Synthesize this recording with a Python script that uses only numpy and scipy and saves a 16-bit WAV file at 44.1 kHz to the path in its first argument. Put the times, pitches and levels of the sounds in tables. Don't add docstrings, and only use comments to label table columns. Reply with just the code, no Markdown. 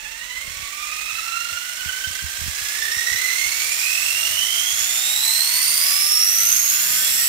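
import sys
import numpy as np
from scipy import signal
from scipy.io import wavfile
from scipy.ndimage import uniform_filter1d, map_coordinates

SR = 44100
rng = np.random.default_rng(int(sys.argv[2]) if len(sys.argv) > 2 else 0)


def nominal_scale(level):
    x = np.asarray(level, float) / 20
    return 10 ** x


def generate_wav(sig):
    pcm = np.round(np.clip(np.atleast_2d(sig).T, -1, 1) * 32767).astype(np.int16)
    wavfile.write(sys.argv[1], SR, pcm)


N = 321048
SPUR_TEETH, AXLE_TEETH = 58, 13


def evened(x):
    return x / np.sqrt(np.mean(x ** 2) + 1e-20)


def curve(rows):
    times, *columns = np.transpose(rows)
    return [np.interp(np.arange(N) / SR, times, column) for column in columns]


def read(rows, hz):
    table_hz, *columns = np.transpose(rows)
    return np.array([np.interp(np.log(hz + 1), np.log(table_hz + 1), column) for column in columns])


def drift(turns, per_turn):
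    knots = rng.standard_normal(40000)
    return evened(map_coordinates(knots, [turns * per_turn + 4], order=3))


def wobble(turns, once, twice, thrice):
    angle = 2 * np.pi * turns
    return once * np.cos(angle) + twice * np.cos(2 * angle + 0.9) + thrice * np.cos(3 * angle + 1.62)


# (time [s], tooth rate [Hz])
TOOTH_RATE = [(0.0, 860), (0.15, 913), (0.3, 991), (0.45, 1076), (0.6, 1134), (0.75, 1175), (0.9, 1223),
              (1.05, 1275), (1.2, 1323), (1.35, 1366), (1.5, 1406), (1.65, 1446), (1.8, 1483), (1.95, 1522),
              (2.1, 1556), (2.25, 1590), (2.4, 1618), (2.55, 1655), (2.7, 1711), (2.85, 1807), (3.0, 1888),
              (3.15, 1976), (3.3, 2069), (3.45, 2169), (3.6, 2289), (3.75, 2421), (3.9, 2533), (4.05, 2670),
              (4.2, 2807), (4.35, 2947), (4.5, 3100), (4.65, 3232), (4.8, 3395), (4.95, 3570), (5.1, 3764),
              (5.25, 3991), (5.4, 4209), (5.55, 4452), (5.7, 4682), (5.85, 4908), (6.0, 5180), (6.15, 5484),
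              (6.3, 5768), (6.45, 6136), (6.6, 6501), (6.75, 6819), (6.9, 7171), (7.05, 7516), (7.2, 7803),
              (7.28, 7885)]


def shaft_turns():
    tooth_hz = uniform_filter1d(curve(TOOTH_RATE)[0], 4000)
    return tooth_hz, np.cumsum(tooth_hz) / SR / SPUR_TEETH


# (time [s], drive level [dB],
# whine [dB over rattle], second harmonic [dB over rattle], third and fourth [dB over rattle])
DRIVE_LEVELS = [(0.0, -34.5, -9, -9, -7.5), (0.17, -34, -14, -11.5, -13), (0.34, -33, -14, -8.5, -11.5),
                (0.51, -32, -13, -13, -17), (0.68, -31, -10.5, -13, -19), (0.85, -30.5, -5, -8, -16),
                (1.02, -29.5, -11, -7.5, -17), (1.19, -29.5, -4, -9.5, -16.5),
                (1.36, -29.5, -2, -10.5, -16), (1.53, -29.5, -4.5, -12.0, -18.5), (1.7, -30, -9, -10, -26),
                (1.87, -28.5, -5, -11.5, -18.5), (2.04, -29.5, -6.5, -11, -20.5),
                (2.21, -28.5, -9, -15, -18), (2.38, -29.0, -7.5, -16, -21.5), (2.55, -27.5, -8, -19, -13.5),
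                (2.72, -25.5, -8.5, -19, -14), (2.89, -26.0, -6.5, -14, -15), (3.06, -24.5, -7.5, -16, -16),
                (3.23, -24, -7, -12, -13), (3.4, -24, -7.5, -15, -12), (3.57, -23.5, -10, -14, -12),
                (3.74, -23.5, -9, -18, -8), (3.91, -23, -4.5, -16.0, -11), (4.08, -22.5, -8.5, -18, -12),
                (4.25, -22.5, -7, -19.5, -12), (4.42, -24, -3, -12.5, -15), (4.59, -23.5, -2.5, -10.5, -16),
                (4.76, -23.0, -10, -6.5, -13), (4.93, -22.5, -10, -4.5, -20.5), (5.1, -23, -2.5, -5, -8),
                (5.27, -22, -3, -6.5, -9.0), (5.44, -21.5, -4.5, -7, -12), (5.61, -21.0, -6, -5, -13),
                (5.78, -20.5, -7, -5.5, -8), (5.95, -20, -4, -7, -6.5), (6.12, -21.5, -5.0, -4, -11.5),
                (6.29, -21.5, -3, -5, -11.5), (6.46, -20, -2, -6, -12.0), (6.63, -22, -2, -8, -12.5),
                (6.8, -20, -5, -12, -14.0), (6.97, -19.5, -5, -12, -15.0), (7.14, -20, -4.5, -16, -16.0),
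                (7.28, -19.5, -5.5, -21.0, -17.0)]


def whine(tooth_hz, turns):
    _, first_db, second_db, upper_db = curve(DRIVE_LEVELS)
    timing = wobble(turns + 0.21, once=0.96, twice=0.51, thrice=0.28)
    timing += 0.65 * drift(turns, 1.5) + 0.54 * drift(turns, 5.0)
    pressure_db = wobble(turns, once=3.0, twice=2.5, thrice=0.6) + 2.5 * drift(turns, 2.5)
    mesh_phase = 2 * np.pi * SPUR_TEETH * turns + timing
    out = np.zeros(N)
    for k, db in enumerate([first_db, second_db, upper_db, upper_db - 5.5], 1):
        audible = k * tooth_hz < 0.45 * SR
        level = nominal_scale(db + 0.63 * drift(turns, 1.8))
        out += audible * level * np.cos(k * mesh_phase)
    return np.sqrt(2) * out * evened(nominal_scale(pressure_db))


def rattle(turns):
    shared, own = rng.standard_normal(N), rng.standard_normal((2, N))
    share = 0.45
    throb_db = wobble(turns + 0.14, once=0.53, twice=1.25, thrice=0.94)
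    throb_db += 0.67 * drift(turns, 4.0) + 0.58 * drift(turns, 25.0) + 0.31 * drift(turns, 0.3)
    noise = np.sqrt(share) * shared + np.sqrt(1 - share) * own
    return evened(noise * nominal_scale(throb_db))


def order_line(turns, order, db, unsteady_db):
    phase = 2 * np.pi * (order * turns + rng.random()) + 0.4 * drift(turns, 0.2)
    return np.sqrt(2) * nominal_scale(db + unsteady_db * drift(turns, 0.08)) * np.cos(phase)


# (time [s], axle gear [dB over rattle],
# its second harmonic [dB over rattle], flaw lines [dB over rattle])
HUM_LEVELS = [(0, -21, -26, -4), (.8, -18, -29, -10), (1.7, -18.5, -26, -7), (2.3, -25, -27, -9),
              (2.9, -15, -25, -8), (3.5, -22.5, -26.5, -9), (4.1, -19.5, -30, -15.5),
              (4.6, -21.5, -17, -7.5), (5, -20, -28, -4.5), (5.5, -13, -21.5, -7.5), (6, -15.5, -18, -8.5),
              (6.4, -13, -31, -5.5), (6.7, -17, -23, -1), (6.95, -15, -25, 0.5), (7.05, -28, -16, -0.5),
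              (7.28, -21, -23, 2)]
FLAW_CYCLES = [4 / 3, 5, 8, 9, 10, 12, 14, 16, 18, 20, 22, 28, 29]
FLAW_LEVELS = [-24, -29.5, -22.5, -28, -20.5, -19.5, -20, -27, -25.5, -25.5, -26, -24, -31]


def shaft_hum(turns):
    axle_db, second_db, flaws_db = curve(HUM_LEVELS)
    axle = sum(order_line(turns, order=k * AXLE_TEETH, db=db, unsteady_db=1.5)
               for k, db in enumerate([axle_db, second_db, second_db - 5.0], 1))
    flaws = sum(order_line(turns, order=order, db=db + flaws_db, unsteady_db=2.5)
                for order, db in zip(FLAW_CYCLES, FLAW_LEVELS))
    comb = sum(order_line(turns, order=order, db=-36 + flaws_db, unsteady_db=3.5)
               for order in range(2, 48))
    return axle + flaws + comb


def garage(x, wet_db, t60):
    taps = np.zeros((2, 8000))
    at = np.arange(60, 7980, 20) + rng.integers(0, 20, (2, 396))
    fading = nominal_scale(-60 * at / SR / t60)
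    np.put_along_axis(taps, at, rng.choice([-1., 1.], at.shape) * fading, 1)
    taps *= nominal_scale(wet_db) / np.linalg.norm(taps, axis=1, keepdims=True)
    taps[0, 10] = taps[1, 0] = 1
    return signal.fftconvolve(x, taps / np.linalg.norm(taps[0]), axes=1)[:, :N]


# (frequency [Hz], left slow [dB], left fast [dB],
# right slow [dB], right fast [dB])
BODY_COLOUR = [(264, -7.5, -11.5, -18, -9.5), (400, -7, -14.5, -12, -13.5), (615, -9, -12, -11, -10.5),
               (926, -2.5, -16, 0.4, -7.5), (1440, 2, -6, 6, -1.6), (2160, 2.5, -10, 10.5, 4),
               (2720, 4.3, 0.5, 11.5, 6), (4000, 5.8, -2.5, 10.5, 6), (5200, 4, 1.5, 6, 6),
               (7300, 13, 4.5, 10, 5.5), (9340, 9, 7, 1, 2), (11250, 11, 12.5, -2.5, 8),
               (13070, 7, 12.5, 3, 3), (16700, 12.5, 4.5, -22, -5)]
# (frequency [Hz], width [Hz], left [dB], right [dB])
CHASSIS_RINGS = [(637, 60, -2, 3), (1193, 350, -0.5, 0.5), (1380, 160, -12, 1), (1986, 240, -6, 6),
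                 (2597, 220, 1, 2.5), (2855, 85, 1, -1), (3100, 130, -11, 0), (3540, 440, 6, -2),
                 (5600, 410, 8, 3.5), (5560, 160, 4, 6), (6510, 350, -8, 4), (8470, 200, 4, 4.5),
                 (9310, 144, 3.5, 11), (12000, 300, 4, -10.5), (13380, 230, 12, -12)]


def through_chassis(x, tooth_hz):
    slow_hz, fast_hz = 1450, 6420
    hz, t, z = signal.stft(x, SR, nperseg=1024, noverlap=768)
    rate = np.interp(t, np.arange(N) / SR, tooth_hz)
    fast = np.clip(np.log(rate / slow_hz) / np.log(fast_hz / slow_hz), -0.4, 1.2)
    colour_db = read(BODY_COLOUR, hz)[:, :, None]
    slow_db, fast_db = colour_db[::2], colour_db[1::2]
    peaks_db = sum(np.outer(db, 1 / (1 + (2 * (hz - centre) / width) ** 2))
                   for centre, width, *db in CHASSIS_RINGS)
    side_db = np.array([-9.0 + 2.0 * fast, 0 * fast])[:, None]
    gain = nominal_scale(slow_db + fast * (fast_db - slow_db) + peaks_db[..., None] + side_db)
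    gain /= np.sqrt((gain ** 2).mean((0, 1)))
    return signal.istft(z * gain, SR, nperseg=1024, noverlap=768)[1][:, :N]


def truck():
    tooth_hz, turns = shaft_turns()
    gears = rattle(turns) + whine(tooth_hz, turns) + shaft_hum(turns)
    heard = through_chassis(garage(gears, wet_db=-4.5, t60=0.18), tooth_hz)
    drive_db = curve(DRIVE_LEVELS)[0]
    return nominal_scale(drive_db + 1.0) * heard


def fan():
    waver = evened(uniform_filter1d(rng.standard_normal(N), 2000))
    left_right_db = np.array([[-55], [-63]])
    return nominal_scale(left_right_db) * np.cos(2 * np.pi * np.cumsum(11700 + 6.6 * waver) / SR)


# (frequency [Hz], density [dB per Hz])
RUMBLE_COLOUR = [(15, -30), (30, 6), (60, 2.5), (110, -13), (200, -10.5), (350, -15), (600, -5),
                 (1200, -44)]
# (time [s], left [dB], right [dB])
RUMBLE_LEVELS = [
    (0, -63, -52.5),
    (.5, -58, -49.5),
    (1.5, -60, -51),
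    (2.5, -60, -50),
    (3.5, -62, -52.5),
    (4.5, -61, -51),
    (5.4, -64, -56.5),
    (6, -66, -64),
    (7.28, -67, -60),
]


def rumble():
    hz, _, z = signal.stft(rng.standard_normal((2, N)), SR, nperseg=4096)
    colour = nominal_scale(read(RUMBLE_COLOUR, hz)[0])[:, None]
    low = signal.istft(z * colour, SR, nperseg=4096)[1][:, :N]
    lumps_db = 2.3 * evened(uniform_filter1d(rng.standard_normal((2, N)), 3000))
    return nominal_scale(np.array(curve(RUMBLE_LEVELS)) + lumps_db) * evened(low)


# (time [s], peak level [dB], left minus right [dB],
# pitch [Hz], fading time [s])
HAND_BUMPS = [(0.444, -45, -14.5, 75, 0.015), (0.475, -33.5, -4, 74.5, 0.01),
              (0.502, -37, -11.5, 75, 0.014), (0.566, -38, -16.5, 76, 0.012),
              (0.596, -38, -11.0, 75, 0.013), (0.624, -33.5, -15.0, 75, 0.0097),
              (1.129, -42, -11.0, 75, 0.013), (1.52, -38, -13.5, 75, 0.017), (1.858, -29, -7, 75.4, 0.017),
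              (2.071, -26.5, -15.0, 74.5, 0.012), (2.105, -33, -12.5, 75, 0.013),
              (2.223, -34, -10, 75, 0.016), (2.238, -26, -13, 75, 0.02), (2.387, -35, -19.5, 75, 0.017),
              (2.414, -25.5, -16, 75, 0.014), (2.438, -29, -15, 75, 0.014), (2.462, -28, -8, 75, 0.014),
              (2.48, -22, -10, 74.6, 0.013), (2.617, -36, -12, 74, 0.014), (2.967, -31.5, -12, 75, 0.01),
              (3.114, -33.5, -13.5, 75, 0.014), (3.147, -32, -12, 75, 0.01), (3.459, -38, -10.0, 75, 0.017),
              (4.305, -38, -10.0, 75, 0.014), (4.339, -38, -8.5, 75, 0.014),
              (4.729, -38, -19.0, 74.6, 0.014), (4.809, -39, -8, 75, 0.014)]


def bumps():
    out, t = np.zeros((2, N + 8000)), np.arange(8000) / SR
    sag = 0.39 * (1 - np.exp(-t / 0.0026))
    onset = 1 - np.exp(-t / 0.0052)
    for start, db, pan_db, hz, fade in HAND_BUMPS:
        pitch = np.array([[1.52 * hz], [hz]])
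        fading = np.clip([[0.5 * fade], [fade]], 0.002, 0.06)
        swing = np.sin(2 * np.pi * (pitch * t + sag)) * onset * np.exp(-t / fading)
        level = nominal_scale(db + 8.0 + np.array([[pan_db + 2.5], [0]]))
        out[:, round(start * SR):][:, :8000] += level * swing
    return out[:, :N]


def scene():
    return truck() + fan() + rumble() + bumps()


def starved(x, below_db):
    hz, _, z = signal.stft(x, SR, nperseg=2048, noverlap=1024)
    power = abs(z[:, :1024]).reshape(2, 128, 8, -1) ** 2
    band_db = 10 * np.log10(power.mean(2) + 1e-20)
    moment_db = 10 * np.log10(power.mean((0, 1, 2)) * 1.4 + 1e-20)
    keep = np.clip((band_db - moment_db + below_db) / 1.5, 0.03, 1)
    keep[:, :16] = 1
    below_edge = hz[:1024, None] < 15760
    z[:, :1024] *= np.repeat(keep, 8, axis=1) * below_edge
    return signal.istft(z, SR, nperseg=2048, noverlap=1024)[1][:, :N]


def low_pass(x):
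    return signal.sosfilt(signal.butter(12, 16120, fs=SR, output="sos"), x)


def record(dry):
    mix = starved(dry, below_db=19.0)
    return low_pass(mix)


dry = scene()
out = record(dry)
generate_wav(out)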